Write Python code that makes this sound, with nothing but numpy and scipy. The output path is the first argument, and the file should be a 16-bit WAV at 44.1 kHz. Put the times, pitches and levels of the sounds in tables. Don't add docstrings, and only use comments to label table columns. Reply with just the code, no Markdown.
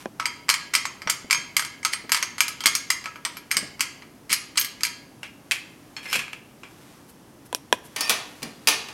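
import sys
import numpy as np
from scipy import signal
from scipy.fft import rfft, irfft, next_fast_len
from scipy.io import wavfile
from scipy.ndimage import uniform_filter1d

SR = 44100
rng = np.random.default_rng(int(sys.argv[2]) if len(sys.argv) > 2 else 0)


def dump(signal):
    limited = np.clip(np.atleast_2d(signal).T, -1, 1)
    pcm = np.round(limited * 32767).astype(np.int16)
    wavfile.write(sys.argv[1], SR, pcm)


N = 393813
CLOCK = np.arange(N) / SR
AGE = np.arange(16384) / SR

# [t/s, level/dB, brightness/(dB per octave), f/Hz that the contact favours,
# first touch to blow/s, time between rebounds/s, loss at the first rebound/dB]
FLICKS = [(0.1986, -23, -2.5, 1300, 0.0021, .027, 15), (0.4909, -15, -0.2, 2090, 0.0063, .0087, -0.5),
          (0.7513, -13.5, 0.5, 5270, 0.015, .012, 10.5), (1.0984, -16, 2.6, 7030, 0.0034, .01, 27),
          (1.309, -14.5, -0.5, 2360, 0.0091, 0.019, 1), (1.5669, -14, 1, 2080, 0.00096, .028, 8),
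          (1.8493, -17, 0, 1270, 0.019, .01, 17), (2.1192, -13.5, -0.1, 2270, 0.025, 0.027, 5),
          (2.4056, -12.5, 0.5, 2410, 0.024, .01, 19), (2.658, -11, 0.7, 2230, .02, .0096, 5),
          (2.9033, -15, 0.8, 2140, 0.0018, .01, 33), (3.2508, -22.5, 0.5, 8400, 0.00083, .01, 11),
          (3.5135, -18.5, 1.5, 1600, .005, .01, 15), (3.5683, -15.5, 0.5, 8000, 0.024, .01, 31),
          (3.8073, -16.5, 2, 5900, .0126, .021, 16), (4.328, -16, 2.5, 10100, 0.033, 0.0055, 5.5),
          (4.5739, -19, 1.5, 4300, 0.017, 0.0043, -0.5), (4.8339, -17.5, 1.4, 4470, .026, .017, 5)]
# [f/Hz, level/dB]
CLOTH_COLOUR = [(300, -9), (1000, 5.5), (6000, -2.5), (13000, -7.5), (16000, -26)]
FIRM_DB, BRIGHTER_PER_DB, RING_LOSS_PER_DB = -18.5, 0.2656, 0.1466


def from_db(db):
    return 10 ** (np.asarray(db) / 20)


def rms_one(x):
    return x / np.sqrt(np.mean(x ** 2) + 1e-20)


def attack_one(x, count=353):
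    return x / np.sqrt(np.mean(x[:count] ** 2) + 1e-20)


def at_hz(points, hz):
    points = np.array(points)
    return np.interp(np.log(hz + 1), np.log(points[:, 0]), points[:, 1])


def fade(t60, age=AGE):
    return np.exp(-np.log(1000) * age / t60)


def add(track, s, sound):
    start = max(round(s * SR), 0)
    track[start:start + len(sound)] += sound[:N - start]


def level(curve):
    return from_db(np.interp(CLOCK, *np.transpose(curve), left=-np.inf, right=-np.inf))


def swells(rows):
    return sum(from_db(db) * np.exp(-2 * ((CLOCK - s) / width) ** 2) for s, db, width in rows)


def dying(rows):
    return sum(from_db(db) * fade(t60, np.abs(CLOCK - s)) * (CLOCK >= s) for s, db, t60 in rows)


def high_pass(x, hz):
    return signal.sosfilt(signal.butter(2, hz, "high", fs=SR, output="sos"), x)


def favour(hz, favoured_hz, boost_db, octaves):
    distance = np.log2((hz + 1) / favoured_hz) / octaves
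    return boost_db * np.exp(-.5 * distance ** 2)


def coloured(x, spectrum, tilt_db=0, peaks=()):
    size = next_fast_len(len(x), True)
    hz = np.fft.rfftfreq(size, 1 / SR)
    db = at_hz(spectrum, hz) + tilt_db * np.log2(np.clip(hz, 700, 14000) / 3000)
    db = db + sum(favour(hz, *peak) for peak in peaks)
    cepstrum = irfft(np.log(from_db(db)), size)
    cepstrum[1:size // 2] *= 2
    cepstrum[size // 2 + 1:] = 0
    response = np.exp(rfft(cepstrum))
    return irfft(rfft(x, size) * response, size)[:len(x)]


def resonant(spectrum, modes, lift_db, width_hz):
    hz = np.geomspace(40, 18000, 1200)
    distance = (hz[:, None] - np.array(modes)[:, 0]) / width_hz
    nearness = np.exp(-.5 * distance ** 2).max(axis=1)
    return np.column_stack([hz, at_hz(spectrum, hz) + lift_db * nearness])


def ringing(modes, tilt_db=0, favoured_hz=None, spread_db=3.0):
    hz, db, t60 = np.transpose(modes)
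    weight, shift, sign = rng.standard_normal((3, len(hz)))
    db = db + tilt_db * np.log2(hz) + spread_db * weight
    if favoured_hz:
        boost_db = favour(hz, favoured_hz, boost_db=17.5, octaves=0.14)
        db = db + boost_db * np.clip(hz / 6000, 0, 1) ** 0.18
    phase = np.outer(2 * np.pi * hz * (1 + 0.0022 * shift), AGE).astype(np.float32)
    waves = np.sin(phase) * fade(t60[:, None].astype(np.float32), AGE.astype(np.float32))
    return attack_one((from_db(db) * np.sign(sign)) @ waves)


def brightened(hits, tilt_db):
    s, db, ring_db, favoured_hz = np.transpose(hits)
    tilt_db = tilt_db + BRIGHTER_PER_DB * (db - FIRM_DB)
    return np.column_stack([s, db, tilt_db, ring_db, favoured_hz])


def strikes(hits, spectrum, modes, edge_hz, crack_t60, crack_tilt_db, body_t60, body_db, modes_db, spread_db):
    out = np.zeros(N)
    spectrum = resonant(spectrum, modes, lift_db=1.5, width_hz=490)
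    crack_boost_db, body_boost_db = 6.0, 2.5
    for (s, db, tilt_db, ring_db, favoured_hz), edge in zip(hits, np.broadcast_to(edge_hz, len(hits))):
        crack, body = rng.standard_normal((2, len(AGE)))
        crack_peak = (favoured_hz, crack_boost_db, .08)
        crack = coloured(crack * fade(crack_t60), spectrum, tilt_db + crack_tilt_db, [crack_peak])
        body_peak = (favoured_hz, body_boost_db, .08)
        body = coloured(body * fade(body_t60), spectrum, tilt_db, [body_peak])
        blow = attack_one(crack + from_db(body_db + ring_db) * body)
        blow = blow + from_db(modes_db + ring_db) * ringing(modes, tilt_db, favoured_hz, spread_db)
        add(out, s, from_db(db) * high_pass(blow, edge))
    return out


def slips(per_s, spread_db):
    happens = rng.random(N) < per_s / SR
    return happens * rng.choice([-1, 1], N) * from_db(spread_db * rng.standard_normal(N))


def slide(curve, spectrum, modes, per_s, sing_db):
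    drive = slips(per_s, spread_db=4)
    sing = rms_one(signal.fftconvolve(drive, ringing(modes))[:N])
    scrape = rms_one(coloured(drive, spectrum))
    return level(curve) * (scrape + from_db(sing_db) * sing)


def room(x, build_s):
    # [f/Hz, t60/s]
    room_t60 = [(200, 0.94), (1000, 0.55), (2500, 0.56), (6000, 0.44), (10000, 0.3), (15000, 0.2)]
    age = np.arange(SR) / SR
    hz = np.fft.rfftfreq(SR, 1 / SR)
    white = np.exp(2j * np.pi * rng.random(len(hz)))
    tail = 0
    edges = np.geomspace(100, 18000, 13)
    for low, high in zip(edges, edges[1:]):
        band = irfft(white * (hz >= low) * (hz < high))
        tail = tail + band * fade(at_hz(room_t60, np.sqrt(low * high)), age)
    tail = tail * (1 - np.exp(-age / build_s))
    return signal.fftconvolve(x, tail / np.linalg.norm(tail))[:N]


def still_air():
    # [f/Hz, level/dB]
    air_colour = [(15, -57), (25, -21.5), (130, -3.5), (223, -5), (242, -3.5), (285, -1.5), (451, -11.5),
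                  (1040, -16), (1400, -20), (3520, -26.5), (3820, -28.5), (5880, -27), (7510, -30),
                  (11300, -28.5), (16000, -37.5)]
    return from_db(-50) * rms_one(coloured(rng.standard_normal(N), air_colour))


def soft_noise():
    # [t/s, level/dB, width/s]
    noise_swells = [(0, -46, 0.07), (5.85, -61, 0.59), (6.85, -55, .3), (8.2, -50.5, 0.47),
                    (8.9, -49.5, 0.36)]
    return swells(noise_swells) * rms_one(coloured(slips(per_s=2200, spread_db=-0.5), CLOTH_COLOUR))


def brushes():
    # [t/s, level/dB, width/s]
    strokes = [(7.098, -51, 0.02), (7.463, -52, .015), (7.79, -60, 0.01), (7.86, -49.5, 0.026)]
    hiss = coloured(rng.standard_normal(N), CLOTH_COLOUR, tilt_db=3.0, peaks=[(11000, 7, 0.24)])
    return swells(strokes) * rms_one(hiss)


def bumps():
    # [t/s, level/dB, t60/s]
    contacts = [(1.066, -33, 0.041), (1.244, -35.5, 0.071), (1.378, -38.5, 0.12), (2.041, -35.5, 0.077),
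                (2.656, -31.5, 0.089), (3.563, -37, 0.25), (3.624, -33, 0.14), (4.31, -39.5, 0.12),
                (6.152, -36.5, 0.24), (7.843, -39, .06), (8.42, -35, 0.34), (8.454, -37, 0.21)]
    # [f/Hz, level/dB]
    thud_colour = [(40, -21), (120, -6.5), (220, 5.5), (400, -2), (800, -8), (2000, -64)]
    # [f/Hz, level/dB, t60/s]
    low_modes = [(185, 1, 0.23), (220, -7, .25), (266, -10, 0.41), (292, -9, 0.33)]
    out = np.zeros(N)
    for s, db, t60 in contacts:
        thud = rms_one(coloured(rng.standard_normal(len(AGE)), thud_colour))
        bump = from_db(-2) * thud + from_db(-10.5) * ringing(low_modes)
        soft_start = 1 - fade(0.0049)
        add(out, s, from_db(db) * bump * fade(t60) * soft_start)
    return out


def squeals(waver):
    # [start t/s, end t/s, start f/Hz, end f/Hz, level/dB]
    glides = [(6.053, 6.108, 2110, 2030, -40), (6.07, 6.125, 2370, 2320, -56),
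              (6.046, 6.11, 2790, 2850, -53), (6.08, 6.129, 5170, 5420, -38),
              (8.005, 8.089, 4720, 4660, -33), (8.006, 8.06, 5240, 5450, -30)]
    out = np.zeros(N)
    for start, end, from_hz, to_hz, db in glides:
        count = max(round((end - start) * SR), 100)
        unsteady = rms_one(uniform_filter1d(rng.standard_normal(count), size=130))
        hz = np.linspace(from_hz, to_hz, count) * (1 + waver * unsteady)
        tone = np.sin(2 * np.pi * np.cumsum(hz) / SR)
        add(out, start, from_db(db) * tone * signal.windows.tukey(count, .5))
    return out


def near_knocks():
    # [t/s, level/dB, brightness/(dB per octave), ring/dB, favoured f/Hz]
    knocks = [(0.0575, -27.5, -6.5, -1.5, 357), (7.5283, -30.5, -1.5, -3, 970),
              (7.5478, -23, 2.5, -0.5, 5020), (7.7269, -15, -1, 1, 1115)]
    # [f/Hz, level/dB]
    knock_colour = [(60, -54), (160, -10), (500, -2.5), (900, -5.5), (1250, -17), (1700, -12.5),
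                    (3500, -10), (4300, -12.5), (5600, -20), (10000, -12), (16000, -33)]
    # [f/Hz, level/dB, t60/s]
    knock_modes = [(222, -14.5, 0.058), (310, -29, 0.054), (524, -15, 0.052), (992, -11, 0.044),
                   (1630, 2, 0.012), (2460, -12.5, 0.043), (3260, 4, 0.0073), (5630, 1.5, 0.0068)]
    return strikes(knocks, knock_colour, knock_modes, edge_hz=280, crack_t60=0.0032, crack_tilt_db=-0.2,
                   body_t60=0.081, body_db=-22, modes_db=2.0, spread_db=2.0)


def falling_hook():
    # [t/s, level/dB, ring/dB, favoured f/Hz]
    hook_hits = [(7.962, -25.5, 1, 2070), (8.0076, -20.5, -2, 4640), (8.0951, -15.5, 7.5, 1130),
                 (8.1035, -21, 2.5, 544), (8.4203, -41, -19, 2570), (8.4287, -29, -4, 4770),
                 (8.6726, -14, 9, 5250), (8.6855, -15, 4.5, 6100), (8.8855, -37, -2, 2840)]
    # [t/s, level/dB]
    hook_slide = [(7.955, -82), (7.965, -43), (8.02, -38), (8.06, -40), (8.09, -36), (8.11, -76)]
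    # [f/Hz, level/dB]
    fin_colour = [(120, -57), (200, -16), (424, -11), (482, -8), (529, -17), (590, -10), (1140, -4),
                  (1530, -8.5), (2380, -3.5), (6050, -9), (7830, -15), (9580, -12), (16000, -26.5)]
    # [f/Hz, level/dB, t60/s]
    fin_modes = [(522, -17, 0.21), (1140, -0.5, 0.06), (1810, -2.5, 0.3), (2443, 11, 0.066),
                 (3200, -18, 0.25), (3440, -21, 0.22), (3780, -19, 0.18), (4677, -10, 0.17),
                 (4800, -1.5, 0.08), (5660, -14, 0.046), (6660, -14, .25), (9561, -16, 0.16)]
    blows = strikes(brightened(hook_hits, tilt_db=-1.42), fin_colour, fin_modes, edge_hz=170,
                    crack_t60=0.043, crack_tilt_db=7.0, body_t60=0.21, body_db=-8.0,
                    modes_db=-14.0, spread_db=-0.5)
    return blows + slide(hook_slide, fin_colour, fin_modes, per_s=670, sing_db=3)


def wheel_plate():
    # [t/s, level/dB, ring/dB, favoured f/Hz]
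    plate_hits = [(5.231, -31.5, -2, 2820), (5.5112, -19, -20, 2110), (5.5177, -17.5, -6.5, 2040),
                  (5.9656, -34.5, 14.5, 4320), (6.0551, -38.5, 13, 2080), (6.129, -20, -2, 1190),
                  (6.1525, -25.5, 3, 2640), (6.1918, -26.5, 0, 1710), (6.2806, -37, -14, 3000),
                  (6.3314, -31.5, -9.5, 2770), (6.6335, -38.5, -3, 1040)]
    # [t/s, level/dB]
    plate_slide = [(6.03, -45.5), (6.06, -44), (6.11, -38), (6.16, -22), (6.21, -50), (6.25, -63),
                   (6.3, -80)]
    # [f/Hz, level/dB]
    plate_colour = [(180, -79), (300, -21), (537, -8), (593, -20), (749, -12.5), (1970, -6.5), (2400, 2.5),
                    (3640, -9.5), (5340, -11), (6000, -13), (11700, -14.5), (16000, -32)]
    # [f/Hz, level/dB, t60/s]
    plate_modes = [(1690, 7, 0.31), (2105, 1, 0.32), (2420, -6, 0.21), (2820, -6, 0.18), (3280, 11, 0.32),
                   (3500, -11, .1), (4306, 7.5, 0.074), (5320, 19, 0.076), (6530, 11, 0.14),
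                   (7440, 13, 0.11), (8450, -14, .1)]
    blows = strikes(brightened(plate_hits, tilt_db=-0.2), plate_colour, plate_modes, edge_hz=760,
                    crack_t60=0.015, crack_tilt_db=0.5, body_t60=0.18, body_db=-5.5,
                    modes_db=-14.0, spread_db=2.5)
    return blows + slide(plate_slide, plate_colour, plate_modes, per_s=1200, sing_db=-13.0)


def nut_clicks():
    # [t/s, level/dB, brightness/(dB per octave), favoured f/Hz]
    nut_rocks = [(0.2564, -19.5, -2, 4830), (0.2628, -30, 0, 8560), (0.5405, -21.5, 0.5, 1980),
                 (0.7386, -20, 0.5, 2240), (0.8539, -23.5, -2, 7560), (1.0189, -34, 0, 5000),
                 (1.0735, -22, -6, 5700), (1.6488, -31, 4.5, 1420), (1.9345, -23, 0, 9240),
                 (2.2265, -20, -0.7, 6200), (2.4812, -26, 4.5, 1230), (2.6058, -31, 2.5, 3320),
                 (2.7516, -18, 4, 6540), (3.0415, -37.5, 1.5, 2130), (3.0573, -27, -2.5, 1360),
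                 (3.1578, -37.5, -2.5, 1460), (3.3697, -35, 2.5, 11700), (4.0215, -43.5, 0, 2240),
                 (4.3027, -28, 1, 2500), (4.3184, -22.5, 1, 6000), (4.6126, -23, 4.5, 3070),
                 (4.6464, -29, 4, 3350)]
    # [lowest f/Hz, highest f/Hz]
    contact_hz = (1300, 7260)
    touch_db = -17.5
    rebound_loss_db = 8.5
    clicks = list(nut_rocks)
    contacts = np.exp(rng.uniform(*np.log(contact_hz), (len(FLICKS), 3)))
    for flick, (touch_hz, first_hz, second_hz) in zip(FLICKS, contacts):
        s, db, tilt_db, favoured_hz, lead, gap, loss_db = flick
        clicks += [(s - lead, db + touch_db, tilt_db, touch_hz),
                   (s, db, tilt_db, favoured_hz),
                   (s + gap, db - loss_db, tilt_db, first_hz),
                   (s + 2 * gap, db - loss_db - rebound_loss_db, tilt_db, second_hz)]
    s, db, tilt_db, favoured_hz = np.transpose(clicks)
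    ring_db = RING_LOSS_PER_DB * (FIRM_DB - db)
    return brightened(np.column_stack([s, db, ring_db, favoured_hz]), tilt_db)


def wing_nut():
    # [f/Hz, level/dB]
    nut_colour = [(290, -29.5), (500, -19.5), (795, -18.5), (868, -10), (1250, -4), (1770, -7.5),
                  (2190, 1.5), (2570, -7), (3150, -5.5), (3750, -11.5), (4730, -3.5), (6900, -13.5),
                  (8450, -11), (11800, -19), (16000, -29)]
    # [f/Hz, level/dB, t60/s]
    nut_modes = [(963, -5.5, 0.23), (1296, -3.5, 0.26), (1660, -11, 0.6), (2086, -13, 0.047),
                 (2520, -32, 0.22), (3180, -9, 0.37), (4170, -18, 0.36), (4160, -3, 0.1), (4840, 1.5, 0.03),
                 (5000, -24, 0.084), (5400, -14, 0.13), (5640, 6, 0.037), (6475, 4.5, 0.14),
                 (7190, 4.5, 0.04), (7530, 4.5, 0.071), (7700, -13, 0.11), (8520, 6, 0.1), (9970, -2, 0.11),
                 (9600, -42.5, 0.12), (11600, 3.5, 0.08), (12700, -26, 0.11), (14298, -12, 0.1)]
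    # [t/s, low edge f/Hz]
    nut_edge = [(0, 640), (3.4, 624), (4.4, 1450)]
    # [t/s, level/dB, width/s]
    rasps = [(1.933, -28.5, .011), (2.168, -26, .012), (4.312, -28, 0.015), (4.581, -19, 0.01)]
    # [t/s, level/dB, t60/s]
    thread_skids = [(4.5955, -13, .05), (4.6126, -31, .06), (4.6464, -29, .05)]
    # [f/Hz, level/dB]
    skid_colour = [(3000, -35), (8000, -22), (12000, 7), (14500, 4), (16000, -5)]
    clicks = nut_clicks()
    edge_hz = np.interp(clicks[:, 0], *np.transpose(nut_edge))
    clicking = strikes(clicks, nut_colour, nut_modes, edge_hz, crack_t60=0.012, crack_tilt_db=-0.5,
                       body_t60=0.089, body_db=-9.5, modes_db=-8.0, spread_db=5.0)
    spin_db, spin_t60_s = -22, .22
    spin = dying((s, db + spin_db, spin_t60_s) for s, db, *_ in FLICKS)
    chatter = coloured(slips(per_s=380, spread_db=1), nut_colour, tilt_db=-4.5)
    chatter = spin * rms_one(high_pass(chatter, hz=1100))
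    rasp = coloured(slips(per_s=3000, spread_db=6), nut_colour, tilt_db=0.5)
    rasp = swells(rasps) * rms_one(high_pass(rasp, hz=1400))
    skid = dying(thread_skids) * rms_one(coloured(slips(per_s=4200, spread_db=6), skid_colour))
    return clicking + chatter + rasp + skid


def scene():
    background = still_air() + soft_noise()
    handling = bumps() + squeals(waver=0.0075) + brushes()
    near = near_knocks()
    hook = falling_hook()
    plate = wheel_plate()
    nut = wing_nut()
    to_room = from_db(-10.5) * (nut + handling) + from_db(-12.0) * plate
    to_room = to_room + from_db(-7.0) * hook + from_db(-26) * near
    echo = room(to_room, build_s=0.00077)
    return (nut + plate + hook + near + handling + echo + background)[None]


def record(dry):
    rounded = 1.3 * np.tanh(dry / 1.3)
    top_cut = signal.ellip(10, .2, 70, 16000, fs=SR, output="sos")
    return signal.sosfilt(top_cut, rounded)


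dry = scene()
out = record(dry)
dump(out)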